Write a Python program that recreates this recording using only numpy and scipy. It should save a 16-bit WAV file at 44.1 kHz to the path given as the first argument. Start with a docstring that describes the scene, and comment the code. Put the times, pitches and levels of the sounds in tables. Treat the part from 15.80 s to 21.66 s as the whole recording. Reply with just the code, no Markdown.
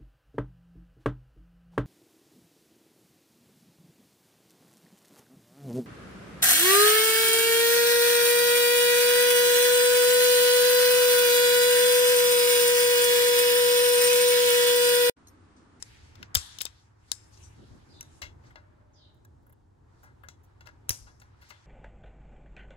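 """Wire strippers bite, snap and spring open over a plastic box on a garage workbench, close to a phone;
then fingers twist the wire and push it into a lever connector with small ticks and one snap.
Clicks are noise bursts that excite damped modes; rustle, rough rings and hisses are grainy noise in bands.
Bench thuds are gliding damped sines; a far bird's falling whistles arrive as echoes, its second call doubled.
A narrow noise drone swells and fades, the garage adds dense short echoes, and coloured noise hums low."""
import sys
import numpy as np
from scipy import signal
from scipy.fft import rfft, irfft
from scipy.io import wavfile
from scipy.ndimage import uniform_filter1d

SR = 44100
rng = np.random.default_rng(int(sys.argv[2]) if len(sys.argv) > 2 else 0)


def file_out(sig):
    """Save sig as 16-bit WAV at sys.argv[1]."""
    # one column per channel
    cols = np.atleast_2d(sig).T
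    # limit, then scale
    lim = np.clip(cols, -1, 1)
    pcm = np.round(lim * 32767).astype(np.int16)
    wavfile.write(sys.argv[1], SR, pcm)


N = 258410
LEFT_LAG = -12  # arrival at the left port relative to the right [samples]


def undb(db):
    """Level in decibels to amplitude ratio."""
    return 10 ** (np.asarray(db) / 20)


def unit(x):
    """Normalization to unit root-mean-square over the whole array."""
    return x / np.sqrt(np.mean(x ** 2))


def band(x, lo_hz, hi_hz):
    """Butterworth band-pass: maximally flat between its two corners."""
    sos = signal.butter(2, [lo_hz, min(hi_hz, .45 * SR)], "band", fs=SR, output="sos")
    return signal.sosfilt(sos, x)


def walk(rate):
    """Slow random modulation: values held for 1 / rate s, smoothed twice, with a spread near 1.8."""
    hold = int(SR / rate)
    steps = np.repeat(rng.standard_normal(N // hold + 1), hold)
    return 2.4 * uniform_filter1d(uniform_filter1d(steps, hold), hold)[:N]


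def grainy_noise(n, depth_db):
    """Impulsive noise: exponentially distributed boosts in decibels roughen two-channel Gaussian noise."""
    noise = rng.standard_normal((2, n))
    return noise * undb(depth_db * np.minimum(rng.exponential(size=(2, n)), 5.))


def add(out, s, x, pan_db, lag=LEFT_LAG):
    """Stereo placement by level and arrival time: a negative lag reaches the left port first."""
    x = x * np.sqrt(np.linspace(1, 0, len(x)))  # the tail ends in silence
    left = int(s * SR) + lag // 2, pan_db / 2
    right = int(s * SR) - lag // 2, -pan_db / 2
    for ch, (i, db) in enumerate([left, right]):
        n = min(len(x), N - i)
        out[ch, i:i + n] += undb(db) * x[:n]


def rustle():
    """Friction noise: fibres slip in dense grains through a moving broad resonance; a hand rubs low down."""
    # sleeves, fingers and pulled insulation: (time [s], level [dB], brightest frequency [Hz])
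    sleeve_path = [(0, -59.5, 4560), (.17, -61, 3600), (.3, -64, 3500), (.34, -67.5, 3330),
                   (.44, -61, 3260), (0.526, -89, 3180), (0.598, -46.5, 5600), (.78, -61, 3870),
                   (1., -69, 4020), (1.15, -86.5, 3940), (1.3, -62.5, 4300), (1.5, -69.5, 5370),
                   (1.65, -67, 5860), (1.75, -68, 3980), (2.05, -71.5, 4180), (2.38, -67, 4870),
                   (2.56, -95.5, 3520), (2.67, -68.5, 3930), (2.799, -89, 3220), (4.05, -94, 3220),
                   (4.119, -82, 3985), (4.26, -74, 5000), (4.33, -86.5, 4020), (5.079, -83, 3534),
                   (5.12, -48.5, 8470), (5.329, -80, 6000), (5.55, -80, 3470), (5.661, -65.5, 3830),
                   (5.86, -71.5, 3400)]
    # level of the dull rub between 750 and 1700 Hz: (time [s], level [dB])
    dull_path = [(0.0, -94), (0.39, -65), (0.59, -59), (0.72, -61), (0.86, -63.5), (0.99, -73),
                 (2.04, -67.5), (2.97, -71), (3.85, -88.5), (4.16, -70.5), (4.28, -74.5), (5.86, -67.5)]
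    # a hand drags over the box: (start [s], peak level [dB], fading [dB/s])
    drags = [(.36, -52, 194.3), (1.749, -52.5, 22.4)]
    drag_attack_s = 0.051

    t = np.arange(N) / SR
    s, *columns = np.transpose(sleeve_path)
    db, bright_hz = (np.interp(t, s, c) for c in columns)
    grains = grainy_noise(N, 2.2)
    grains[0] += 0.21 * np.roll(grains[1], LEFT_LAG)  # partly shared by the ports

    dull_db = np.interp(t, *np.transpose(dull_path)) + 0.74 * walk(37)
    # a one-second shift keeps the dull grains apart from the bright ones
    out = undb(dull_db) * unit(band(np.roll(grains, SR, axis=1), 750, 1700))

    for k, hz in enumerate(1700 * 2 ** np.arange(0, 3, .5)):
        octaves = np.log2(hz / bright_hz)
        # the resonance falls more steeply above its peak than below
        off_db = -np.where(octaves > 0, 8., 3.5) * octaves ** 2
        level = undb(db + off_db + 1.0 * walk(22))
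        strip = unit(band(band(grains, hz / 1.448, hz * 1.412), 830, 9200))
        out = out - (-1) ** k * level * strip  # neighbouring bands alternate in sign

    drag = 0
    for s, peak_db, fade in drags:
        rise = np.clip((t - s) / drag_attack_s, 0, 1) ** 2
        drag = drag + rise * undb(peak_db - fade * np.maximum(t - s - drag_attack_s, 0))
    return out + drag * undb(2.6 * walk(40)) * unit(band(grains, 93, 350))


def hum():
    """Spectrally shaped Gaussian noise: low building rumble and faint hiss, correlated by frequency."""
    # relative spectrum: (frequency [Hz], density [dB per Hz])
    spectrum = [(12, -55), (20, -21.5), (82, -3.5), (108, -4), (174, -20.5), (342, -19), (404, -23),
                (634, -27.5), (913, -25), (1140, -34), (1690, -39), (2370, -50.5), (7510, -52),
                (16500, -70)]
    # likeness of the two ports: (frequency [Hz], left-right correlation [-1 to 1])
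    likeness = [(60, 0.96), (130, 0.85), (290, 0.28), (640, -0.6), (1400, 0.46)]
    # slow change of level: (time [s], level [dB])
    swell = [(0, 2), (.6, 2), (1.1, -0.5), (2., 1), (2.7, 0), (3.6, -1), (4.6, 0.5), (5.1, 2.5), (5.86, -2)]
    hum_db = -57

    log_hz = np.log(np.fft.rfftfreq(N, 1 / SR) + 1)
    colour_hz, colour_db = np.transpose(spectrum)
    colour = undb(np.interp(log_hz, np.log(colour_hz), colour_db))
    like_hz, correlation = np.transpose(likeness)
    like = np.clip(np.interp(log_hz, np.log(like_hz), correlation), -1, 1)

    # the mid-to-side power ratio sets the correlation
    mid, side = rfft(rng.standard_normal((2, N))) * colour * np.sqrt([1 + like, 1 - like])
    noise = unit(irfft(np.array([mid + side, mid - side]), N))
    swell_db = np.interp(np.arange(N) / SR, *np.transpose(swell))
    return undb(hum_db + swell_db + 0.74 * walk(4)) * noise


def modal_ring(t, hz, db, t60):
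    """Modal superposition: a sum of exponentially damped sines, the impulse response of a solid body."""
    return np.sum(undb(db) * np.sin(2 * np.pi * hz * t) * 1000. ** (-t / t60), axis=0)


def clicks(events, modes, ring_db, reach_oct, crack_ms, rattle_ms, body_hz, treble_pan_db, knock_db):
    """Impact excitation: a short crack and fading rattle ring the modes nearest the click's own colour."""
    # low knock of the open box: (frequency [Hz], level [dB], t60 [s])
    hollow_modes = [(612, 2, .06), (1020, -6.5, 0.021), (1480, 2.5, 0.042), (1660, 4.5, .06),
                    (2050, 0.5, .05)]
    shorter_db_per_db = 0.2933  # a harder click cracks faster
    softer_db_per_db = 1  # a loose, rattling contact cracks more slowly
    treble_fades_faster = 1.8  # factor on the treble rattle's decay rate

    out, t = np.zeros((2, N)), np.arange(SR // 5) / SR
    mode_hz, mode_db, t60 = np.transpose(modes)[:, :, None]
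    hollow_ring = modal_ring(t, *np.transpose(hollow_modes)[:, :, None])
    for s, db, hz, treble_db, body_db, rattle_db, pan_db in events:
        noise = rng.standard_normal((3, len(t)))  # mid, treble, body
        scatter = rng.standard_normal((len(modes), 1))

        hardness_db = -shorter_db_per_db * (db + 32.0)
        looseness_db = softer_db_per_db * max(rattle_db + 7.0, 0)
        u = t * 1000 / max(crack_ms * undb(hardness_db + looseness_db), .15)
        fade = np.exp(-t * 1000 / rattle_ms) ** np.array([[1], [treble_fades_faster], [1]])
        crack = (np.e * u * np.exp(-u)) ** 2  # peaks at u = 1
        rattle = undb(rattle_db) * (1 - np.exp(-u)) * fade
        mid_push, treble_push, body_push = noise * (crack + rattle)

        near_db = -6 * (np.log2(mode_hz / hz) / reach_oct) ** 2 + 0.9 * scatter
        ring = signal.fftconvolve(mid_push, modal_ring(t, mode_hz, mode_db + near_db, t60))[:len(t)]
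        mid = band(band(mid_push, hz * .55, hz * 1.7), hz * .55, hz * 1.7)
        mid = mid / np.abs(mid).max() + undb(ring_db) * ring / np.abs(ring).max()

        body = band(band(body_push, *body_hz), *body_hz)
        knock = signal.fftconvolve(body, hollow_ring)[:len(t)]
        body = body / np.abs(body).max() + undb(knock_db) * knock / np.abs(knock).max()

        treble = band(treble_push, 9900, 16000)
        mid = undb(db) * mid / np.abs(mid).max()
        body = undb(db + body_db) * body / np.abs(body).max()
        treble = undb(db + treble_db) * treble / np.abs(treble).max()
        add(out, s - .0005, mid + body, pan_db)
        add(out, s - .0005, treble, treble_pan_db)  # the top has its own fixed balance
    return out


def stripper_clicks():
    """Impact on metal: the jaws' bites and snaps excite the tool's damped modes."""
    # clicks of the tool: (time [s], mid peak level [dB], brightest frequency [Hz], treble re mid [dB],
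    # body re mid [dB], rattle re crack [dB], left over right [dB])
    bites = [(0.025, -24.5, 5240, -22, -52, -32.5, 14), (0.3533, -50.5, 3930, -9, -2, -21, 16.5),
             (0.428, -34.5, 3560, -12, 1.5, -25, 9), (0.5445, -25, 4940, -22, -5, -5, 1.5),
             (0.551, -13, 5140, 6, -19.5, -18, 19.5), (0.5552, -7.5, 3740, -7, -20, -46, 7),
             (0.5665, -21.5, 5230, -13, -9, 2.5, 7), (0.7862, -30.5, 4300, -4.5, -28, -16, 12.5),
             (0.8052, -27.5, 4600, -15, -28, -6, 15.5), (0.811, -22, 2860, -16, -33, -17, 11),
             (0.8162, -25.5, 5830, 9, -20, -19, 20.5), (0.8534, -21.5, 4870, -5, -26, -19.5, 11),
             (0.864, -31.5, 2860, -23, -8, -21, 9.5), (1.317, -15, 6220, -10.5, -24, -26.5, 15)]
    # resonances of the tool: (frequency [Hz], level [dB], t60 [s])
    tool_modes = [(2600, -2.5, 0.017), (3310, -5, 0.019), (3684, 5.5, 0.014), (4190, -2.5, 0.0093),
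                  (5300, 2, 0.034), (6120, -4.5, 0.017), (7460, -0.5, 0.021), (8650, -2, 0.015)]
    return clicks(bites, tool_modes, ring_db=-5.0, reach_oct=0.69, crack_ms=1.5, rattle_ms=20,
                  body_hz=(1050, 2800), treble_pan_db=-0.5, knock_db=-10)


def garage(x):
    """Diffuse reverberation: dense echoes off walls and shelves decay as noise, the treble sooner."""
    t60_s, treble_loss = 0.038, 0.74  # treble_loss: share of the ring time that the treble loses
    first_echo_s = 0.002  # build-up time of the echoes
    t = np.arange(SR // 2) / SR
    noise = rng.standard_normal((2, len(t))) * np.clip(t / first_echo_s, 0, 1) * (1 - 2 * t)
    treble_t60_s = t60_s * (1 - treble_loss)
    tail = band(noise, 93, 6000) * 1000. ** (-t / t60_s)
    tail = tail + band(noise, 4900, 17000) * 1000. ** (-t / treble_t60_s)
    tail = tail / np.sqrt(np.sum(tail[0] ** 2))
    return signal.fftconvolve(x[None], tail, axes=1)[:, :N]


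def thuds():
    """Damped resonance with a pitch glide: hard pushes ring the bench low, reaching the left port first."""
    # pushes on the bench: (time [s], level [dB], settled pitch [Hz], t60 [s])
    pushes = [(0.555, -18.5, 74.8, 0.1), (1.901, -41, 83.6, 0.21), (2.422, -47, 69.4, 0.39),
              (5.093, -20, 81, 0.071), (5.196, -45.5, 52.5, 0.44)]
    glide, glide_s = 1.5, 0.0071  # starts this share above the settled pitch; time constant of the fall
    swell_s = 0.0054  # time constant of the onset

    out, t = np.zeros((2, N)), np.arange(SR // 2) / SR
    for s, db, hz, t60 in pushes:
        phase = 2 * np.pi * hz * (t + glide * glide_s * (1 - np.exp(-t / glide_s)))
        tone = np.sin(phase) + 0.13 * np.sin(1.4 * phase) + 0.45 * np.sin(.55 * phase)
        # the box knocks briefly
        tone = tone + undb(-8.5) * np.sin(2 * np.pi * 1.4 * hz * t) * np.exp(-t / .015)
        envelope = (1 - np.exp(-t / swell_s)) ** 2 * 1000. 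** (-t / t60)
        add(out, s, undb(db) * tone * envelope, 4.0, lag=-90)
    return out


def rough_rings():
    """Grainy noise bands: rough rings trail the snip, tool click and snap, with a few soft hisses between."""
    # rings and hisses: (start [s], rise [s], peak level [dB], t60 [s], centre [Hz], width [Hz])
    noise_bands = [(.56, 0.024, -51, 1.9, 3640, 800), (.57, .03, -62, 1.3, 1690, 300),
                   (.57, 0.012, -50, 0.81, 6800, 4500), (1.319, .005, -59, 0.58, 5180, 160),
                   (1.319, .005, -59.5, 0.42, 7430, 120), (1.319, 0.0055, -67.5, 0.49, 3660, 151),
                   (1.32, 0.0044, -51, 0.26, 6900, 3000), (1.5, 0.038, -61.5, 0.38, 5610, 2535),
                   (1.58, 0.033, -66, 0.26, 2700, 900), (1.611, 0.025, -58, 0.29, 6000, 503),
                   (1.61, 0.035, -60, 0.19, 7850, 1520), (5.105, 0.012, -54.5, 0.87, 5550, 1490),
                   (5.104, .015, -55.5, 0.45, 7900, 3500), (5.71, 0.035, -72, 1.3, 3420, 299)]
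    pan_db = 10.5  # left over right

    out, t = np.zeros((2, N)), np.arange(SR // 2) / SR
    for s, rise, db, t60, hz, width_hz in noise_bands:
        grains = grainy_noise(len(t), 2.4)
        decay = 1000. ** (-np.maximum(t - rise, 0) / t60) * (1 - 2 * t)  # silent after half a second
        shape = np.clip(t / rise, 0, 1) ** 2 * decay
        x = undb(db) * shape * unit(band(grains, hz - width_hz / 2, hz + width_hz / 2))
        i = int(s * SR)
        out[:, i:i + len(t)] += (x * undb([[pan_db / 2], [-pan_db / 2]]))[:, :N - i]
    return out


def connector_ticks():
    """Impact on plastic: wire, box and connector contacts excite the box's damped modes."""
    # ticks and the snap: (time [s], mid peak level [dB], brightest frequency [Hz], treble re mid [dB],
    # body re mid [dB], rattle re crack [dB], left over right [dB])
    contacts = [(1.573, -46.5, 4800, -34, -20.5, -10.5, 4), (2.2088, -26.5, 7100, -19, -21.5, -27, 3),
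                (2.2274, -42.5, 6880, -20.5, -7.5, -16, 5.1), (2.4172, -31.5, 3850, -8, -18, 1, 11.5),
                (2.4272, -30, 2140, -27, -25, -7, 2.8), (2.4394, -44.5, 2040, -33.5, 0, -5.5, 2.8),
                (2.6365, -60, 2060, -14, 4.5, -1, 5), (2.7039, -55, 2140, -14.5, 4.5, -2, 6),
                (2.7565, -43.5, 3320, -22, 2, -7, 8), (3.341, -76.5, 6000, 9, -3.5, -25.5, 4),
                (3.364, -78, 6000, 0.5, -3, -24.5, 4), (3.448, -56.5, 5000, 3.5, 3.5, -32, 4),
                (3.621, -85.5, 6040, 10.5, -5.5, -20.5, 4), (3.6644, -69.5, 2184, 11.5, 12, -9, 5.1),
                (3.6934, -72, 2057, 16, 13.5, -20, 4), (3.7233, -67.5, 2200, 12, 9, -23.5, 4),
                (4.228, -58.5, 5160, 3, 10, 3.5, 5.3), (4.2542, -66.5, 3920, -18.5, 15, 7.5, 3.5),
                (4.4345, -50, 1950, -6, 6.5, -4.5, 10), (4.4859, -35, 4560, -11.5, -10.5, -13, 8.2),
                (4.63, -66.5, 8870, 5, -9.5, 2, 4.9), (4.8075, -46.5, 3770, -15, 0, -10.5, 4.3),
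                (4.855, -52.5, 3890, -11, 4, 4, 7.6), (4.8707, -44, 3900, -9.5, -0.5, -13, 16),
                (4.887, -53.5, 4000, -16, 7.5, -13.5, 6.8), (5.0855, -52, 5300, -20, 8, -7, 4.4),
                (5.0931, -13.5, 6650, 6, -19, -21, 4.1), (5.1056, -19, 6500, -28, -23, -16.5, 13.4),
                (5.262, -54, 3960, -34.5, 3.5, 9, 5.9), (5.3984, -50, 6000, -18, -15, -5, 8),
                (5.416, -50.5, 3100, -8.5, 2, -5.5, 5), (5.61, -52, 3580, -8.5, 3.5, 8.5, 5.6),
                (5.686, -50, 5000, -3.5, -30.5, 8, 8.9), (5.7012, -50, 4900, -6, -22.5, -19, 8.6),
                (5.705, -43.5, 2970, -25.5, 1, -6.5, 12.3)]
    # resonances of the box: (frequency [Hz], level [dB], t60 [s])
    box_modes = [(646, -2, 0.029), (1360, -24.5, 0.017), (1625, -5, 0.09), (2133, 21.5, 0.021),
                 (2770, 14.5, 0.011), (3399, -7.5, 0.1), (4094, 3, 0.0092), (5060, -6, 0.011),
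                 (5888, 2.5, 0.015), (6720, 6, 0.0043)]
    return clicks(contacts, box_modes, ring_db=3.5, reach_oct=0.51, crack_ms=1.23, rattle_ms=28.1,
                  body_hz=(560, 2200), treble_pan_db=-4.0, knock_db=1.0)


def bird():
    """Frequency modulation and diffuse echo: falling, hoarse whistles reach the ear only as echoes."""
    # falling whistles: (start [s], length [s], first pitch [Hz], pitch approached [Hz], starting level [dB])
    whistles = [(2.078, 0.13, 5830, 3570, -59), (3.122, 0.15, 6670, 3527, -63),
                (3.145, 0.12, 3700, 3100, -69)]
    fall = 0.31  # time constant of the fall as a share of the length
    edge_s, swell_db = 0.016, 3.5  # fade at either end; gain reached by the end

    t, tone = np.arange(N) / SR, 0
    for s, length, first_hz, last_hz, db in whistles:
        share = np.clip((t - s) / length, 0, 1)
        hoarseness = 1 + 0.05 * (1 - 0.633 * share) * walk(400)
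        pitch = (last_hz + (first_hz - last_hz) * np.exp(-share / fall)) * hoarseness
        edges = np.clip(np.minimum(share, 1 - share) * length / edge_s, 0, 1)
        whistle = np.sin(2 * np.pi * np.cumsum(pitch) / SR)
        tone = tone + whistle * edges * undb(db + swell_db * share)

    tail = np.arange(SR // 2) / SR
    echoes = rng.standard_normal((2, len(tail))) * 1000. ** (-tail / 0.4)
    echoes = echoes / np.sqrt(np.sum(echoes[0] ** 2))
    return signal.fftconvolve(tone[None], echoes, axes=1)[:, :N]


def drone():
    """Narrow-band noise: its random beating makes a faint wavering drone that swells and fades once."""
    start_s, end_s, level_db = 2.74, 3.4, -73
    share = np.clip((np.arange(N) / SR - start_s) / (end_s - start_s), 0, 1)
    swell = (np.sin(np.pi * share) + 1e-9) ** .3 * (share > 0) * (share < 1)
    noise = unit(band(rng.standard_normal((2, N)), 573, 623))
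    return undb(level_db + 2.2 * walk(20)) * swell * noise


def scene():
    """Linear superposition of all sources; the clicks alone excite the garage."""
    hands = stripper_clicks() + connector_ticks()
    echoes = undb(-16) * garage(hands.mean(axis=0))
    return hands + echoes + thuds() + rustle() + rough_rings() + bird() + drone() + hum()


def record(dry):
    """Elliptic low-pass: the phone cuts the top steeply above 16.8 kHz."""
    return signal.sosfilt(signal.ellip(10, .2, 80, 16800, fs=SR, output="sos"), dry)


dry = scene()
out = record(dry)
file_out(out)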